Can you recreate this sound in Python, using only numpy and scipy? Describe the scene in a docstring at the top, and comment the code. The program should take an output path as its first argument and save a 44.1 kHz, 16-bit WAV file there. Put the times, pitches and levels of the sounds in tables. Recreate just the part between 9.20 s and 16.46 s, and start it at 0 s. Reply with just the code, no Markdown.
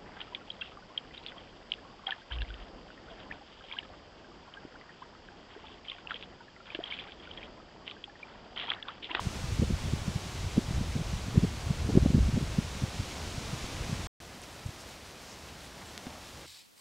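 """Wind thumps on the microphone over the hiss of dry leaves in an autumn wood.
Far crowns roar, nearer leaves tick, and the passing air rumbles and strikes in eddies.
After a short silence comes a sheltered place: a softer hiss, two faint thumps, far sheep
shuffling in the leaf litter, a twig snap, a hoof on a log and one thin bird call."""
import sys
import numpy as np
from scipy import signal
from scipy.fft import rfft, irfft, next_fast_len
from scipy.io import wavfile
from scipy.ndimage import map_coordinates

SR = 44100
rng = np.random.default_rng(int(sys.argv[2]) if len(sys.argv) > 2 else 0)


def wav_record(signal):
    """Record a signal, one row per channel, as 16-bit PCM in the file named by sys.argv[1]."""
    frames = np.transpose(np.atleast_2d(signal))
    bounded = np.clip(frames, -1, 1)
    # unit amplitude maps onto the largest positive 16-bit level
    quanta = np.round(bounded * 32767).astype(np.int16)
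    wavfile.write(sys.argv[1], SR, quanta)


N = 320166
EXPOSED_END_S, SHELTERED_START_S = 4.871, 5.002


def amp(db):
    """Decibels to gain."""
    return 10 ** (np.asarray(db) / 20)


def unit(x):
    """x at rms 1."""
    return x / np.sqrt(np.mean(x ** 2) + 1e-20)


def clock():
    """The time of every sample, in seconds."""
    return np.arange(N) / SR


def curves(rows):
    """One automation curve for each column after the time."""
    times, *columns = np.transpose(rows)
    return [np.interp(clock(), times, column) for column in columns]


def wobble(rate):
    """A smooth random curve, rate knots a second."""
    return map_coordinates(rng.standard_normal(int(N * rate / SR) + 4), [clock() * rate])


def filtered(x, response):
    """x through an EQ whose gain is response(hz)."""
    size = x.shape[-1]
    padded = next_fast_len(size + 8192)
    gain = response(np.fft.rfftfreq(padded, 1 / SR))
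    return irfft(rfft(x, padded) * gain, padded)[..., :size]


def coloured(x, eq):
    """x shaped by (Hz, dB) points, at rms 1."""
    points_hz, db = np.transpose(eq)
    return unit(filtered(x, lambda hz: amp(np.interp(np.log(hz + 1), np.log(points_hz), db))))


def band(x, centre_hz, octaves):
    """x through a bell on the log-frequency axis."""
    return filtered(x, lambda hz: np.exp(-.5 * (np.log2((hz + 1) / centre_hz) / octaves) ** 2))


def leaf_ticks(rate, spread_db):
    """Countless leaves touching, rate a second, a few harder than the rest."""
    hits = rng.random(N) < rate / SR
    strength = amp(spread_db * np.minimum(rng.exponential(size=N), 5))
    return unit(hits * strength * rng.standard_normal(N))


def trees(roar_eq, leaf_eq, roar_db, hiss_db, ticks_db, flutter_db):
    """Far crowns merge into a roar; nearer leaves hiss and tick as they flutter."""
    roar = coloured(rng.standard_normal(N), roar_eq) * amp(roar_db + 0.58 * wobble(8))
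    rustle = rng.standard_normal(N) + amp(ticks_db) * leaf_ticks(rate=900, spread_db=1.5)
    hiss = coloured(rustle, leaf_eq) * amp(hiss_db + flutter_db * wobble(18))
    return roar + hiss


# Tone of the far roar and the near leaves in shelter. Each row: frequency in Hz, gain in dB.
SHELTERED_ROAR_EQ = [(20, -18), (40, -1), (68, 6), (120, 0), (280, -1), (420, -4), (600, -3.5),
                     (1000, -6.5), (1700, -9.5), (3000, -15), (8000, -57)]
SHELTERED_LEAF_EQ = [(300, -53), (1000, -18), (2100, -3), (3500, 0), (5500, -1.5), (7500, -6),
                     (10000, -11.5), (13000, -16), (15700, -20)]


def sheltered_crowns():
    """In shelter the wind is a soft, steady bed, with the leaf ticks further forward."""
    return trees(SHELTERED_ROAR_EQ, SHELTERED_LEAF_EQ,
                 roar_db=-49.5, hiss_db=-53, ticks_db=-8.0, flutter_db=0.8)


# Tone of the far roar and the near leaves in the open. 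Each row: frequency in Hz, gain in dB.
EXPOSED_ROAR_EQ = [(20, -10.5), (70, 6), (150, 3.5), (280, 0), (450, -2.5), (700, -3), (1100, -6),
                   (1700, -10), (3000, -20.5), (8000, -74)]
EXPOSED_LEAF_EQ = [(300, -25), (1000, -3.5), (1700, -4.5), (2200, 0.5), (3500, 0), (6000, -2.5), (7500, -6),
                   (10000, -13.5), (13000, -21), (15700, -25.5)]
# Wind in the crowns. Each row: time in seconds, roar fader in dB, hiss fader in dB.
CROWN_FADERS = [(0.0, -49.5, -47), (2.37, -49.5, -48), (4.21, -48.5, -46), (4.65, -48.5, -46)]


def exposed_crowns():
    """Crowns open to the wind make a louder bed that lifts slightly towards its end."""
    roar_db, hiss_db = curves(CROWN_FADERS)
    return trees(EXPOSED_ROAR_EQ, EXPOSED_LEAF_EQ,
                 roar_db + 5.0, hiss_db + 1.0, ticks_db=-15.5, flutter_db=0.25)


def trunk_echo(dry, wet_db, t60):
    """The trunks scatter a weak, short tail after each sound."""
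    t = np.arange(SR // 2) / SR
    tail = rng.standard_normal(len(t)) * amp(-60 * t / t60)
    return dry + amp(wet_db) * signal.fftconvolve(dry, tail / np.linalg.norm(tail))[:N]


# The glide of the call. Each row: time in seconds, pitch in Hz.
BIRD_GLIDE = [(6.65, 9300), (6.671, 7250), (6.687, 7900), (6.71, 8000)]


def bird(loudest_s, level_db):
    """One thin whistle that swells fast, slides down and lifts again as it fades."""
    hz, = curves(BIRD_GLIDE)
    t = clock() - loudest_s
    width_s = np.where(t < 0, .007, .02)  # attack, release
    swell = np.exp(-.5 * (t / width_s) ** 2)
    return amp(level_db) * swell * np.sin(2 * np.pi * np.cumsum(hz) / SR)


# Hooves in the litter. Each row: midpoint in seconds, level in dB before trim, centre in Hz,
# width in octaves, half length in seconds.
HOOF_STEPS = [(5.236, -53.5, 3580, 0.95, .009), (5.33, -62, 7500, .4, 0.018), (5.465, -59, 6000, .6, .008),
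              (5.61, -56, 6000, 0.55, .025), (6.11, -57, 5500, 0.39, .03), (6.289, -54.5, 2400, .8, 0.0065),
              (6.45, -61, 7500, 0.5, 0.019), (6.623, -52, 1150, .6, 0.0077), (6.93, -56, 730, .55, 0.058)]


def sheep_steps(trim_db):
    """Each step crushes a patch of dry leaves into a short, dense cloud of ticks."""
    out = np.zeros(N)
    for middle_s, db, hz, octaves, half_s in HOOF_STEPS:
        crunch = unit(band(leaf_ticks(rate=6000, spread_db=1.2), hz, octaves))
        swell = np.exp(-.5 * ((clock() - middle_s) / half_s) ** 2)
        out += amp(db + trim_db) * crunch * swell
    return out


# The ring of a fallen log. Each row: pitch in Hz, level in dB, seconds to fall 60 dB.
LOG_MODES = [(171, -38, 0.025), (247, -32, 0.058), (740, -49, .12)]


def hoof_on_log(start_s):
    """A hoof knocks the log, which rings dully in a few low modes."""
    t = np.maximum(clock() - start_s, 0)
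    return sum(amp(db - 60 * t / t60) * np.sin(2 * np.pi * hz * t) for hz, db, t60 in LOG_MODES)


# Twigs and leaf stalks breaking. Each row: start in seconds, peak in dB before trim, centre in Hz,
# width in octaves, seconds to fall 60 dB.
TWIG_SNAPS = [(5.218, -37, 9000, 0.19, .004), (6.778, -20, 2900, 1, 0.001),
              (6.8682, -30.5, 2000, 0.82, .002)]


def twigs(trim_db):
    """A snap is a sharp release followed by a few fibres tearing."""
    out = np.zeros(N + SR)
    t = np.arange(-SR // 100, SR // 20) / SR
    release = 10 * (t == 0)
    for start_s, db, hz, octaves, t60 in TWIG_SNAPS:
        tear = (t >= 0) * amp(-60 * np.abs(t) / t60) * rng.standard_normal(len(t))
        snap = band(release + tear, hz, octaves)
        first = round((start_s + t[0]) * SR)
        out[first:][:len(t)] += amp(db + trim_db) * snap / np.abs(snap).max()
    return out[:N]


# Air flowing over the microphone. 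Each row: time in seconds, strength in dB.
AIR_FLOW = [(0.0, -39), (0.13, -43.5), (0.36, -37.5), (0.57, -35), (1.14, -43), (1.58, -34.5), (1.83, -38),
            (2.15, -34), (2.29, -41.5), (2.52, -43.5), (2.84, -25.5), (3.02, -30), (3.24, -35.5),
            (3.39, -39.5), (4.08, -50.5), (4.65, -40)]
# Tone of its rumble. Each row: frequency in Hz, gain in dB.
RUMBLE_EQ = [(12, -14), (25, -6), (50, 0), (85, 1.5), (130, -6), (200, -15), (320, -25), (500, -33.5),
             (1000, -68)]


def rumble(trim_db, lumps_db, follows):
    """Turbulence at the microphone swells in lumps and follows a share of each swing in the flow."""
    flow_db, = curves(AIR_FLOW)
    gust_db = follows * (flow_db - flow_db.mean())
    lumps = amp(lumps_db * wobble(24.09))
    turbulence = unit(coloured(rng.standard_normal(N), RUMBLE_EQ) * lumps)
    return amp(flow_db.mean() + gust_db + trim_db) * turbulence


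def small_eddy_rows(per_second, over_flow_db, spread_db, centre_hz, spread_octaves, whirl_db):
    """Cues for weaker eddies that arrive by chance; the faster the air, the harder they strike."""
    count = int(per_second * EXPOSED_END_S)
    times = (np.arange(count) + rng.random(count)) / per_second
    strength, pitch = rng.uniform(-1.34, 1, (2, count))
    levels_db = np.interp(times, *np.transpose(AIR_FLOW)) + over_flow_db + spread_db * strength
    centres_hz = centre_hz * 2 ** (spread_octaves * pitch)
    return [(s, db, hz, whirl_db) for s, db, hz in zip(times, levels_db, centres_hz)]


# The main thumps on the microphone; the last two land in shelter. Each row: midpoint in seconds,
# level in dB before trim, centre in Hz, lowest whirl's level in dB against the main swing.
STRONG_EDDIES = [(0.071, -22, 134, -14), (0.244, -23, 109, -13), (0.399, -13.5, 107, -13.5),
                 (0.427, -13, 189, -8), (0.507, -16.5, 159, -7), (0.736, -18.5, 138, -10),
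                 (0.883, -17, 137, -14.5), (0.962, -18.5, 115, -16), (1.381, -8.5, 181, -12),
                 (1.51, -20, 104, -9), (1.613, -19, 171, -15), (1.764, -16.5, 162, -10),
                 (1.816, -21, 148, -14), (2.162, -21, 200, -6), (2.181, -10.5, 112, -8),
                 (2.236, -16, 149, -2), (2.474, -23.5, 104, -11), (2.509, -16.5, 122, -12.5),
                 (2.651, -19, 93, -11), (2.7, -20.5, 280, -5.5), (2.754, -11, 150, -8.5),
                 (2.775, -5.5, 199, -10), (2.861, -10.5, 211, -10.5), (2.949, -13, 142, -6.5),
                 (2.981, -16.5, 177, -6.5), (3.15, -19, 98, -3), (3.178, -19, 215, -5.5),
                 (3.23, -21.5, 145, -11), (3.389, -12.5, 153, -16), (3.638, -20, 135, -5),
                 (3.801, -20.5, 103, -13), (4.184, -27, 125, -10), (4.336, -26, 135, -6.5),
                 (4.7, -26, 120, -9), (4.73, -23, 130, -10), (5.463, -24, 104.6, -20),
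                 (5.492, -29.5, 111, -19)]


def eddies(rows, trim_db):
    """Each eddy is one rounded pressure swing; smaller, faster, weaker whirls break off around it."""
    half_cycles, skew_rad = 0.3, 0.76
    scatter_s, reach_octaves, fall_db_per_octave = 0.00696, 1.4, 6  # the whirls
    out = np.zeros(N + SR)
    t = np.arange(-SR // 20, SR // 20) / SR

    def swing(delay_s, hz, phase):
        """A cycle or so that swells and fades."""
        turns = hz * (t - delay_s)
        return np.cos(2 * np.pi * turns + phase) / np.cosh(np.clip(turns / half_cycles, -20, 20))

    for middle_s, db, hz, whirl_db in rows:
        puff = swing(0, hz, skew_rad * rng.standard_normal())
        for octaves in np.linspace(0, reach_octaves, 10):
            offset, phase = rng.standard_normal(2)
            whirl = swing(scatter_s * offset, hz * 2 ** octaves, np.pi * phase)
            puff += amp(whirl_db - fall_db_per_octave * octaves) * whirl
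        first = max(0, round((middle_s + t[0]) * SR))
        out[first:][:len(t)] += amp(db + trim_db) * puff
    return out[:N]


def scene():
    """The exposed place, a silence, then the sheltered place; both channels carry the same sound."""
    exposed = exposed_crowns()
    small_eddies = small_eddy_rows(per_second=14, over_flow_db=8, spread_db=5,
                                   centre_hz=130, spread_octaves=0.52, whirl_db=-10)
    exposed += rumble(trim_db=0.9, lumps_db=3.5, follows=0.83)
    exposed += eddies(small_eddies, trim_db=-0.5)

    sheltered = sheltered_crowns()
    sheep = twigs(trim_db=0.5) + sheep_steps(trim_db=2.5) + hoof_on_log(start_s=6.8685)
    call = bird(loudest_s=6.666, level_db=-55.5)
    sheltered += trunk_echo(sheep + call, wet_db=-15, t60=0.48)

    mix = exposed * (clock() < EXPOSED_END_S) + sheltered * (clock() > SHELTERED_START_S)
    mix += eddies(STRONG_EDDIES, trim_db=-1.0)
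    return np.array([mix, mix])


def record(dry):
    """A brick-wall low-pass takes off the very top of the hiss."""
    return filtered(dry, lambda hz: hz < 15750)


dry = scene()
out = record(dry)
wav_record(out)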